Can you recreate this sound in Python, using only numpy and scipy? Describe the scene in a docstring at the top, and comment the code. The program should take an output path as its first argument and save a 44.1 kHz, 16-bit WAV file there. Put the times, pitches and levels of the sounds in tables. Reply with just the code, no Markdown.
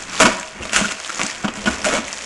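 """Packing tape is ripped off a cardboard box in several short pulls, close by in a small room.
The glue lets go in dense tiny slips that crackle in the film and rasp through the cardboard.
The flaps lift and thump back, the box shifts with a low rumble, and the loose tape
crinkles, snaps and scrapes in the hand throughout."""
import sys
import numpy as np
from scipy import signal
from scipy.fft import rfft, irfft
from scipy.io import wavfile
from scipy.ndimage import uniform_filter1d

SR = 44100
rng = np.random.default_rng(int(sys.argv[2]) if len(sys.argv) > 2 else 0)


def digitize_waveform(pressure):
    """Quantize a signal to 16-bit integers and store it at the path in sys.argv[1].

    Rows of a 2-D input are taken as channels; values are limited to [-1, 1].
    """
    field = np.atleast_2d(pressure).T
    bounded = np.clip(field, -1, 1)
    quanta = np.round(bounded * 32767).astype(np.int16)
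    wavfile.write(sys.argv[1], SR, quanta)


N = 99225

# Room decay. Each row: frequency in Hz, T60 in seconds.
ROOM_T60 = [(80, 0.13), (250, 0.3), (700, .6), (2000, 0.46), (5000, 0.32), (11000, 0.12)]
# Box shifting. Each row: time in seconds, rumble level in dB.
SHIFT_LEVELS = [(0, -38.5), (.11, -61), (.19, -43), (.23, -28.5), (.33, -48), (.585, -55.5), (.605, -33),
                (.71, -52), (.78, -30), (.95, -48), (1.12, -56), (1.24, -40), (1.32, -57), (1.46, -55),
                (1.635, -36), (1.675, -29), (1.77, -37.5), (2.04, -40.5), (2.12, -54), (2.25, -46)]
# Tape handling. Each row: time in seconds, crinkle level in dB, scrape level in dB.
HANDLING_LEVELS = [(0, -30.5, -40), (.045, -35, -40), (.11, -31.5, -33.5), (.185, -25, -35),
                   (.29, -25, -25.5), (0.428, -34, -45), (0.482, -36, -46.5), (.59, -43, -34.5),
                   (.635, -34.5, -36), (.71, -33, -34.5), (.89, -26, -40), (0.982, -34, -46),
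                   (1.02, -30.5, -63), (1.15, -29, -40.5), (1.3, -28, -47), (1.37, -33, -38),
                   (1.52, -40.5, -34.5), (1.61, -32.5, -36.5), (1.77, -31, -38), (2.03, -33.5, -35),
                   (2.099, -29, -44), (2.25, -30, -48.5)]
# Spectra of box rumble, cardboard scrape, loose film, pulled film and cardboard rasp.
# Each row: frequency in Hz, relative gain in dB.
RUMBLE_SPECTRUM = [(15, -28), (35, -4.5), (62, 4.5), (80, 4), (110, -13.5), (200, -2.5), (500, -1),
                   (2000, -30)]
SCRAPE_SPECTRUM = [(70, -3), (140, -5), (205, 5.5), (300, -4), (440, -6), (650, -8), (1300, -2.5),
                   (2500, -5.5), (4000, -22), (11000, -46)]
LOOSE_FILM_SPECTRUM = [(100, -14), (220, -5.5), (430, 0), (700, 3), (1300, 0.5), (2600, 2), (3900, -5),
                       (5200, -3), (7200, -1), (8200, -4.5), (9200, -11.5), (11000, -12)]
PULLED_FILM_SPECTRUM = [(100, -31), (500, -44.5), (1200, -3.5), (2000, 1), (2800, 4), (3900, -7.5),
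                        (5200, -4), (7200, 2), (8200, -2.5), (9200, -11), (11000, -10.5)]
BOARD_SPECTRUM = [(60, -4.5), (140, -16.5), (220, 4.5), (330, -4.5), (440, -1.5), (620, 1.5), (850, -4),
                  (1400, 4), (1900, -10.5), (2900, -6), (4000, -14), (11000, -36.5)]
# Box resonances and notches. Each row: centre in Hz, width in Hz, gain in dB.
BOX_RESONANCES = [(194.4, 39, 4), (277.3, 22, 13), (354, 6.4, 6.5), (637, 46, 7.5), (767, 26, 6),
                  (972.6, 52, 8), (1160, 28, 6), (1358, 18, -11), (1462, 25, 8), (2216, 40, 10),
                  (2490, 44, 4.5), (2634, 17, -5)]
# Flap modes. Each row: ratio to the pitch, level in dB, T60 in seconds.
FLAP_MODES = [(.36, -27.5, 0.11), (0.998, -2, 0.084), (1.378, -6, 0.063), (1.75, -12, 0.02)]
# Flap thumps. Each row: start in seconds, level in dB, pitch in Hz.
FLAP_THUMPS = [(0.213, -17, 202), (.395, -29, 195), (.241, -3, 217), (.264, -4, 254), (0.603, -24, 130),
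               (.652, -37, 229), (.811, -8, 205), (0.85, -14, 205), (1.092, -32, 320), (1.196, -23, 192),
               (1.234, -13.5, 212), (1.4429, -6, 209.4), (1.483, -16, 229), (1.574, -18, 208),
               (1.657, -13.5, 204), (1.673, -4.5, 238), (1.851, -20, 210), (1.929, -16, 240),
               (1.984, -12, 225)]
# Film snaps. Each row: start in seconds, level in dB, band centre in Hz, decay in seconds.
FILM_SNAPS = [(.0238, -24, 6000, 0.00043), (.097, -26.5, 5140, 0.0011), (.124, -29, 5000, 0.0005),
              (.1575, -34, 5000, 0.00086), (.1945, -23, 6500, .002), (.3845, -31, 2700, .001),
              (.398, -27, 7000, 0.0027), (.43, -28, 2820, 0.0028), (.635, -26, 3050, .001),
              (.6955, -28, 2820, 0.0027), (.781, -30, 3000, 0.00091), (0.9089, -27, 2470, .002),
              (.921, -17, 3170, 0.00068), (1.0005, -29.5, 5070, 0.0019), (1.1028, -22.5, 1400, 0.0015),
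              (1.0475, -23, 3460, 0.0012), (1.061, -31, 1410, 0.0047), (1.0945, -21.5, 1370, 0.00078),
              (1.1465, -22.5, 5440, 0.0013), (1.1735, -33, 6600, 0.00057), (1.1845, -22, 6000, .0007),
              (1.2153, -11.5, 2500, 0.00077), (1.2333, -14, 6500, .0008), (1.2647, -20.5, 6760, 0.0012),
              (1.267, -19, 6800, 0.00094), (1.298, -24, 2120, 0.0026), (1.4425, -38, 6330, 0.0009),
              (1.538, -30.5, 6900, 0.0018), (1.5565, -30, 2960, 0.0011), (1.6415, -30, 4430, 0.00062),
              (1.661, -45, 5070, 0.0011), (1.686, -28, 4330, 0.00052), (1.817, -28.5, 6030, 0.0023),
              (1.9505, -20, 2500, 0.0014), (2.0513, -26, 5600, 0.00071), (2.0807, -23.5, 2520, 0.0014),
              (2.1293, -19, 5400, 0.00094), (2.159, -50, 5840, 0.0017), (2.227, -32, 6200, 0.00078)]
# Tape rips. Each row: start in seconds, length in seconds, film crackle in dB,
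# cardboard rasp in dB, panel pitch in Hz, panel ring in dB.
TAPE_RIPS = [(0.2002, 0.032, -8, -6.5, 645, -10.5), (.242, 0.0021, -18, -14, 1320, -21),
             (.251, 0.017, -12.5, -6.5, 966, -16.5), (0.272, 0.029, -25.5, -18, 637, -23),
             (0.623, 0.011, -31, -33, 2700, -26), (0.6517, 0.0063, -26, -22, 1184, -25),
             (0.723, 0.0087, -24, -32, 1385, -22), (0.731, 0.029, -14, -21.5, 1420, -30),
             (0.761, 0.006, -4, -13, 1470, -16), (0.77, 0.034, -15.5, -20, 2550, -26),
             (0.805, 0.013, -23, -19, 655, -23), (.822, 0.046, -24, -33, 1394, -27.5),
             (0.844, 0.011, -37, -23, 1470, -16), (0.9112, 0.012, -22, -30, 1440, -24.5),
             (1.093, 0.0099, -28, -33.5, 1320, -22.5), (1.193, 0.023, -23.5, -20, 1146, -28.5),
             (1.214, 0.047, -30.5, -26.5, 747, -34.5), (1.436, 0.0099, -44, -23, 710, -27.5),
             (1.444, 0.013, -28.5, -17, 1495, -22), (1.479, 0.0069, -33, -15, 2970, -23.5),
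             (1.557, 0.036, -31.5, -34, 1063, -40), (1.657, 0.011, -23, -16, 3020, -22),
             (1.672, 0.013, -22, -13, 1450, -14), (1.7, 0.044, -27.5, -26.5, 1454, -27),
             (1.8436, 0.017, -14.5, -20, 1421, -19.5), (1.863, 0.028, -20.5, -23, 616.5, -13),
             (1.885, 0.046, -22, -19.5, 681, -33), (1.923, 0.016, -26, -17.5, 497, -20),
             (1.936, 0.014, -18.5, -19, 574, -16.5), (1.951, 0.036, -22, -17.5, 1322, -30)]

TAPE_ROOM_DB, FLAP_ROOM_DB, EARLY_DB, GAP_S = -9, -16.5, -2, 0.0043
SIDE_DB, SIDE_FROM_HZ, OVERLOAD_LIMIT, LOWPASS_HZ = -24.5, 2680, 0.94, 11200
CRINKLES_PER_S, CRINKLE_SPREAD_DB, FACETS_DB, RUSTLE_DB = 720, 3.1, -2.5, -8
FACET_DECAY_S, SNAP_WIDTH_OCT, SNAP_FOCUS_DB = 0.0012, 0.53, 10.5
THUMP_RISE_S = 0.0037
RIP_RISE_S, RIP_FALL_S, RIP_SAG_DB = 0.002, 0.0056, -3
SLIPS_PER_S, SLIP_SPREAD_DB, JERK_HZ, JERK_DEPTH, FILM_COUPLING = 5000, 1.5, 185.2, 0.46, 0.39


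def amp(db):
    """Decibels to gain."""
    return 10 ** (np.asarray(db) / 20)


def rms(x):
    """Root mean square, never zero."""
    return np.sqrt(np.mean(x ** 2) + 1e-20)


def unit(x):
    """Scale to rms 1."""
    return x / rms(x)


def lookup(points, hz):
    """Interpolate a table over log frequency."""
    table_hz, value = np.transpose(points)
    return np.interp(np.log(hz + 1), np.log(table_hz + 1), value)


def gain_curve(points):
    """Seconds and dB to a gain per sample."""
    return amp(np.interp(np.arange(N) / SR, *np.transpose(points)))


def add(mix, start_s, sound):
    """Mix a sound in place."""
    part = mix[max(round(start_s * SR), 0):][:len(sound)]
    part += sound[:len(part)]


def colour(x, db_at, size=4096):
    """Minimum-phase filter of unit energy, shaped by db_at(hz)."""
    log_gain = np.log(amp(db_at(abs(np.fft.fftfreq(size, 1 / SR)))))
    impulse = np.fft.ifft(np.exp(np.conj(signal.hilbert(log_gain)))).real
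    return signal.fftconvolve(x, impulse / np.linalg.norm(impulse))[:len(x)]


def clicks(samples, per_s, spread_db):
    """Random clicks, most small, a few large."""
    size = amp(spread_db * np.minimum(rng.exponential(1, samples), 4))
    return size * rng.choice([-1, 1], samples) * (rng.random(samples) < per_s / SR)


def wavering(samples, hz, depth, waver_hz):
    """Sine with randomly wandering pitch."""
    wander = unit(signal.lfilter(*signal.butter(2, waver_hz, fs=SR), rng.standard_normal(samples)))
    return np.sin(2 * np.pi * np.cumsum(hz * (1 + depth * wander)) / SR)


def room(x, reflections=10):
    """Near reflections, then a tail that dies soonest in bass and treble."""
    taps = rng.choice([-1., 1.], SR) * (rng.random(SR) < 4000 / SR) * (np.arange(SR) > GAP_S * SR)
    hz, t, bands = signal.stft(taps, SR, nperseg=256)
    decay = amp(-60 * t / lookup(ROOM_T60, hz)[:, None])
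    impulse = signal.istft(bands * decay, SR, nperseg=256)[1][:SR]
    impulse /= np.linalg.norm(impulse)
    early_at = (rng.uniform(.002, .02, reflections) * SR).astype(int)
    impulse[early_at] += amp(EARLY_DB) * rng.choice([-1, 1], reflections) / np.sqrt(reflections)
    spectrum = rfft(impulse)
    local_power = uniform_filter1d(abs(spectrum) ** 2, size=16)
    flattened = irfft(spectrum / np.sqrt(local_power + 1e-9))[:SR * 3 // 4]
    flattened[:SR // 500 + 1] = 0
    return signal.fftconvolve(x, flattened)[:N]


def box_db(hz):
    """The box's resonances lift or notch narrow bands."""
    return sum(db / (1 + (2 * (hz - centre_hz) / width_hz) ** 2)
               for centre_hz, width_hz, db in BOX_RESONANCES)


def box_shift():
    """The box drags on its support with a low rumble."""
    rumble = colour(rng.standard_normal(N), lambda hz: lookup(RUMBLE_SPECTRUM, hz))
    return gain_curve(SHIFT_LEVELS) * unit(rumble)


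def film_snap(db, centre_hz, decay_s):
    """A crease flips over and flutters briefly, favouring a band of its own."""
    def facet_db(hz):
        focus = np.exp(-(np.log2((hz + 1) / centre_hz) / SNAP_WIDTH_OCT) ** 2)
        return lookup(LOOSE_FILM_SPECTRUM, hz) + SNAP_FOCUS_DB * focus

    env = np.exp(-np.arange(SR // 40) / SR / decay_s)
    crack = colour(env * rng.standard_normal(len(env)), facet_db, size=1024)
    return amp(db) * unit(crack) * rms(2 * env)


def loose_tape(facet_count=20):
    """Facets snap at random over a fine rustle while the tape scrapes the cardboard."""
    facets = np.zeros(N)
    for centre_hz in np.geomspace(1200, 8000, facet_count):
        flips = clicks(N, CRINKLES_PER_S / facet_count, CRINKLE_SPREAD_DB)
        facets += signal.fftconvolve(flips, film_snap(0, centre_hz, FACET_DECAY_S))[:N]
    rustle = colour(clicks(N, per_s=6000, spread_db=2.4), lambda hz: lookup(LOOSE_FILM_SPECTRUM, hz))
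    crinkle = amp(FACETS_DB) * unit(facets) + amp(RUSTLE_DB) * unit(rustle)
    friction = clicks(N, per_s=2500, spread_db=1.7)
    scrape = colour(friction, lambda hz: lookup(SCRAPE_SPECTRUM, hz) + box_db(hz) / 2)
    crinkle_gain = gain_curve([(s, db) for s, db, _ in HANDLING_LEVELS])
    scrape_gain = gain_curve([(s, db) for s, _, db in HANDLING_LEVELS])
    return crinkle_gain * crinkle + scrape_gain * unit(scrape)


def flap_thump(db, pitch_hz):
    """A flap springs back with a soft, hollow knock."""
    t = np.arange(SR // 4) / SR
    ring = sum(amp(mode_db - 60 * t / t60_s) * np.sin(2 * np.pi * pitch_hz * ratio * t)
               for ratio, mode_db, t60_s in FLAP_MODES)
    rise = 1 - np.exp(-(t / THUMP_RISE_S) ** 2)
    return amp(db) * rise * ring


def tape_rip(length_s, film_db, board_db, panel_hz, panel_db):
    """Glue slips in uneven jerks, shaking film and cardboard; the panel chatters at its own pitch."""
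    t = np.arange(SR // 5) / SR
    rise = np.minimum(t / RIP_RISE_S, 1)
    sag = amp(RIP_SAG_DB * (np.minimum(t / length_s, 1) + 1))
    fall = np.exp(-np.maximum(t - length_s, 0) / RIP_FALL_S)
    env = rise * sag * fall
    jerks = np.exp(JERK_DEPTH * wavering(len(t), JERK_HZ, depth=0.419, waver_hz=117))
    slips = clicks(len(t), SLIPS_PER_S, SLIP_SPREAD_DB) * jerks * env
    film = colour(slips, lambda hz: lookup(PULLED_FILM_SPECTRUM, hz) + FILM_COUPLING * box_db(hz))
    board = colour(slips, lambda hz: lookup(BOARD_SPECTRUM, hz) + box_db(hz))
    panel = wavering(len(t), panel_hz, depth=0.053, waver_hz=245) * jerks * env
    rasp = amp(film_db) * unit(film) - amp(board_db) * unit(board)
    ring = amp(panel_db) * unit(panel)
    return rms(env) * rasp, rms(env) * ring


def scene():
    """Tape and box centred; a faint difference between the channels hangs in the treble."""
    tape, flaps = loose_tape(), np.zeros(N)
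    for start_s, *row in TAPE_RIPS:
        rasp, ring = tape_rip(*row)
        add(tape, start_s, rasp)
        add(flaps, start_s, ring)
    for start_s, *row in FILM_SNAPS:
        add(tape, start_s, film_snap(*row))
    for start_s, *row in FLAP_THUMPS:
        add(flaps, start_s, flap_thump(*row))
    room_send = amp(TAPE_ROOM_DB) * tape + amp(FLAP_ROOM_DB) * flaps
    mid = tape + flaps + box_shift() + room(room_send)
    highpass = signal.butter(4, SIDE_FROM_HZ, "high", fs=SR, output="sos")
    side = amp(SIDE_DB) * signal.sosfilt(highpass, room(tape))
    return np.array([mid + side, mid - side])


def record(dry):
    """Soft overload on the loudest peaks, then a low-pass."""
    squashed = dry / (1 + (dry / OVERLOAD_LIMIT) ** 4) ** (1 / 4)
    lowpass = signal.firwin(401, LOWPASS_HZ, window=("kaiser", 9), fs=SR)
    return signal.oaconvolve(squashed, lowpass[None], "same", axes=1)


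dry = scene()
out = record(dry)
digitize_waveform(out)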